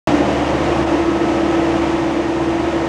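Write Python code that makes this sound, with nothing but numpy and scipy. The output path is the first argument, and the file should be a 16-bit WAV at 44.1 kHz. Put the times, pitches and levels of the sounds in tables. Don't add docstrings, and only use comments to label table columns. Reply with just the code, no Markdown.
import sys
import numpy as np
from scipy import signal
from scipy.fft import rfft, irfft
from scipy.io import wavfile
from scipy.ndimage import uniform_filter1d

SR = 44100
rng = np.random.default_rng(int(sys.argv[2]) if len(sys.argv) > 2 else 0)


def convert_level_to_amplitude(level_db):
    exponent = np.asarray(level_db, float) / 20
    return 10 ** exponent


def int16_out(signal):
    q = np.round(np.clip(np.atleast_2d(signal).T, -1, 1) * 32767)
    wavfile.write(sys.argv[1], SR, q.astype(np.int16))


N = 127008


def slow(rate):
    step = 40
    memory = np.exp(-2 * np.pi * rate * step / SR)
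    noise = rng.standard_normal(N // step + 2002)
    wander = signal.lfilter([1], [1, -2 * memory, memory ** 2], noise)[2000:]
    wander = (wander - wander.mean()) / wander.std()
    return np.interp(np.arange(N) / step, np.arange(len(wander)), wander)


def in_time(rows):
    times, *columns = np.transpose(rows)
    return [np.interp(np.arange(N) / SR, times, column) for column in columns]


def lab(hz):
    t60_s, wet_db, dull_hz = 0.5, -9.0, 700
    lags = rng.uniform(0.025, 0.06, 10)[:, None]
    trip = convert_level_to_amplitude(-60 * lags / t60_s) * np.exp(-2j * np.pi * hz * lags)
    echoes = np.sum(trip / (1 - trip), axis=0) / np.sqrt(len(lags))
    return 1 + convert_level_to_amplitude(wet_db) / np.hypot(1, hz / dull_hz) * echoes


def sloped(points, below_db, above_db):
    f, db = np.transpose(points)

    def shape(hz):
        inside = np.interp(np.log2(hz), np.log2(f), db)
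        octaves_below = np.maximum(np.log2(f[0] / hz), 0)
        octaves_above = np.maximum(np.log2(hz / f[-1]), 0)
        return convert_level_to_amplitude(inside - below_db * octaves_below - above_db * octaves_above)

    return shape


def turbulence(shape, patchy_db, rate):
    size = N + SR
    hz = np.fft.rfftfreq(size, 1 / SR)[1:]
    full = np.r_[0, shape(hz) * lab(hz)] * rfft(rng.standard_normal(size))
    octave = np.clip(np.r_[0, np.log2(hz / 30)], 0, 9)
    together = slow(rate / 2)
    out = 0
    for k in range(10):
        window = np.clip(1 - abs(octave - k), 0, 1)
        flicker = convert_level_to_amplitude(patchy_db * (1.1 * together + slow(rate)))
        out = out + irfft(full * window, size)[:N] * flicker
    return out / out.std()


def whistles():
    # (frequency [Hz], level [dB])
    whistle_lines = [(11944, -88), (12064, -92), (12184, -89)]
    t = np.arange(N) / SR
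    return sum(np.sqrt(2) * convert_level_to_amplitude(db) * np.sin(2 * np.pi * f * t) for f, db in whistle_lines)


def rush():
    # (frequency [Hz], level [dB per Hz])
    rush_spectrum = [(1000, -1), (1450, -5), (1900, -5.5), (2900, -9.5), (4200, -18.5), (6300, -21),
                     (9500, -34), (13500, -47)]
    shape = sloped(rush_spectrum, below_db=59.5, above_db=25)
    return convert_level_to_amplitude(-28.5) * turbulence(shape, patchy_db=0.29, rate=19.0)


def roar():
    # (frequency [Hz], level [dB per Hz])
    roar_spectrum = [(20, -32.5), (50, -12), (95, -12.5), (140, -11), (250, -3), (400, -6.5), (650, -1.5),
                     (1000, -8)]
    shape = sloped(roar_spectrum, below_db=19, above_db=55)
    return convert_level_to_amplitude(-22) * turbulence(shape, patchy_db=-0.1, rate=11.0)


def booms():
    # (frequency [Hz], width [Hz], level [dB])
    resonances = [(49.6, 5.4, -23), (131.5, 12.8, -8), (152.4, 7.7, -13.5), (203.8, 14.2, -9.5),
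                  (276.7, 10, -15.5), (345.4, 12, -2.5), (359, 14.7, -7), (470, 39, -13), (541, 50, -13),
                  (694.5, 35, -14.5), (917, 21, -15), (1143, 16, -20), (1834, 69, -24.5)]

    def shape(hz):
        peaks = [convert_level_to_amplitude(db) / (1 + (2 * (hz - f) / width) ** 2) for f, width, db in resonances]
        return np.sqrt(sum(peak ** 2 for peak in peaks))

    return convert_level_to_amplitude(-23) * turbulence(shape, patchy_db=0.3, rate=8.0)


def duct():
    # (time [s], level [dB])
    surge_levels = [(0.07, -23.5), (0.1, -18), (0.21, -19), (0.23, -32), (0.37, -21.5), (0.7, -30),
                    (0.96, -19.5), (1.04, -43), (1.11, -18.5), (1.15, -27), (2.19, -24), (2.24, -35),
                    (2.29, -20), (2.32, -31), (2.64, -25.5), (2.88, -36)]
    duct_hz, width_hz, evening = 297.7, 18.4, 0.73

    def shape(hz):
        return 1 / (1 + (2 * (hz - duct_hz) / width_hz) ** 4)

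    ring = signal.hilbert(turbulence(shape, patchy_db=-2.0, rate=5.0))
    swell = np.sqrt(uniform_filter1d(abs(ring) ** 2, size=4000))
    ring = ring.real / swell ** evening
    return convert_level_to_amplitude(in_time(surge_levels)[0]) * ring / ring.std()


def tones():
    # (time [s], blade tone [dB], motor whine [dB], unbalance hum [dB])
    fan_levels = [
        (0.07, -22, -51, -32.5),
        (0.45, -28.5, -40.5, -30.5),
        (0.8, -20.5, -38, -29),
        (1.2, -19.5, -34, -34.5),
        (1.8, -19, -37, -32),
        (2.05, -22.5, -40, -38),
        (2.5, -19.5, -41, -34.5),
        (2.88, -21.5, -37.5, -33.5),
    ]
    # (multiple of shaft speed [-], level [dB])
    weak_orders = [
        (1, -61),
        (4, -40.5),
    ]
    blade_db, whine_db, hum_db = in_time(fan_levels)
    full_turns_per_s, shortfall, settled_s = 36.9, 0.022, 1.25
    still_to_go = np.clip(1 - np.arange(N) / SR / settled_s, 0, 1) ** 1.4
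    turns_per_s = full_turns_per_s * (1 - shortfall * still_to_go)
    angle = 2 * np.pi * np.cumsum(turns_per_s) / SR
    lines = [(9, blade_db), (34.93, whine_db), (2, hum_db)]
    lines += [(round(k), db) for k, db in weak_orders]
    out = 0
    for k, db in lines:
        loudness = np.sqrt(2) * convert_level_to_amplitude(db + 0.6 * slow(3.0))
        out = out + loudness * np.sin(k * angle + rng.uniform(0, 2 * np.pi))
    return out


def scene():
    # (time [s], gain [dB])
    volume_control = [(0.07, -24.5), (0.1, -28.5), (0.25, -30.5), (0.83, -31), (0.86, -36), (0.87, -31.5),
                      (1.2, -33), (1.29, -31), (1.46, -32.5), (1.73, -31.5), (2.24, -34), (2.88, -33)]
    gain_db = in_time(volume_control)[0]
    air = rush() + roar() + booms()
    mix = air * convert_level_to_amplitude(gain_db - gain_db.mean()) + duct() + tones()
    return mix[None]


def low_pass(x):
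    return signal.sosfilt(signal.butter(12, 16840, fs=SR, output="sos"), x)


def record(dry):
    top_hz, start_s = 15740, 3200 / SR
    hz = np.fft.rfftfreq(2 * N, 1 / SR)
    dip_db = -10 * np.exp(-((hz - 11500) / 1100) ** 2)
    droop_db = -4.5 * np.clip((hz - 14500) / 300, 0, 1)
    response = (hz < top_hz) * convert_level_to_amplitude(dip_db + droop_db)
    mirrored = np.c_[dry, dry[:, ::-1]]
    x = irfft(rfft(mirrored) * response, 2 * N)[:, :N]
    x = x + whistles()
    opened = np.arange(N) / SR >= start_s
    return low_pass(x * opened)


dry = scene()
out = record(dry)
int16_out(out)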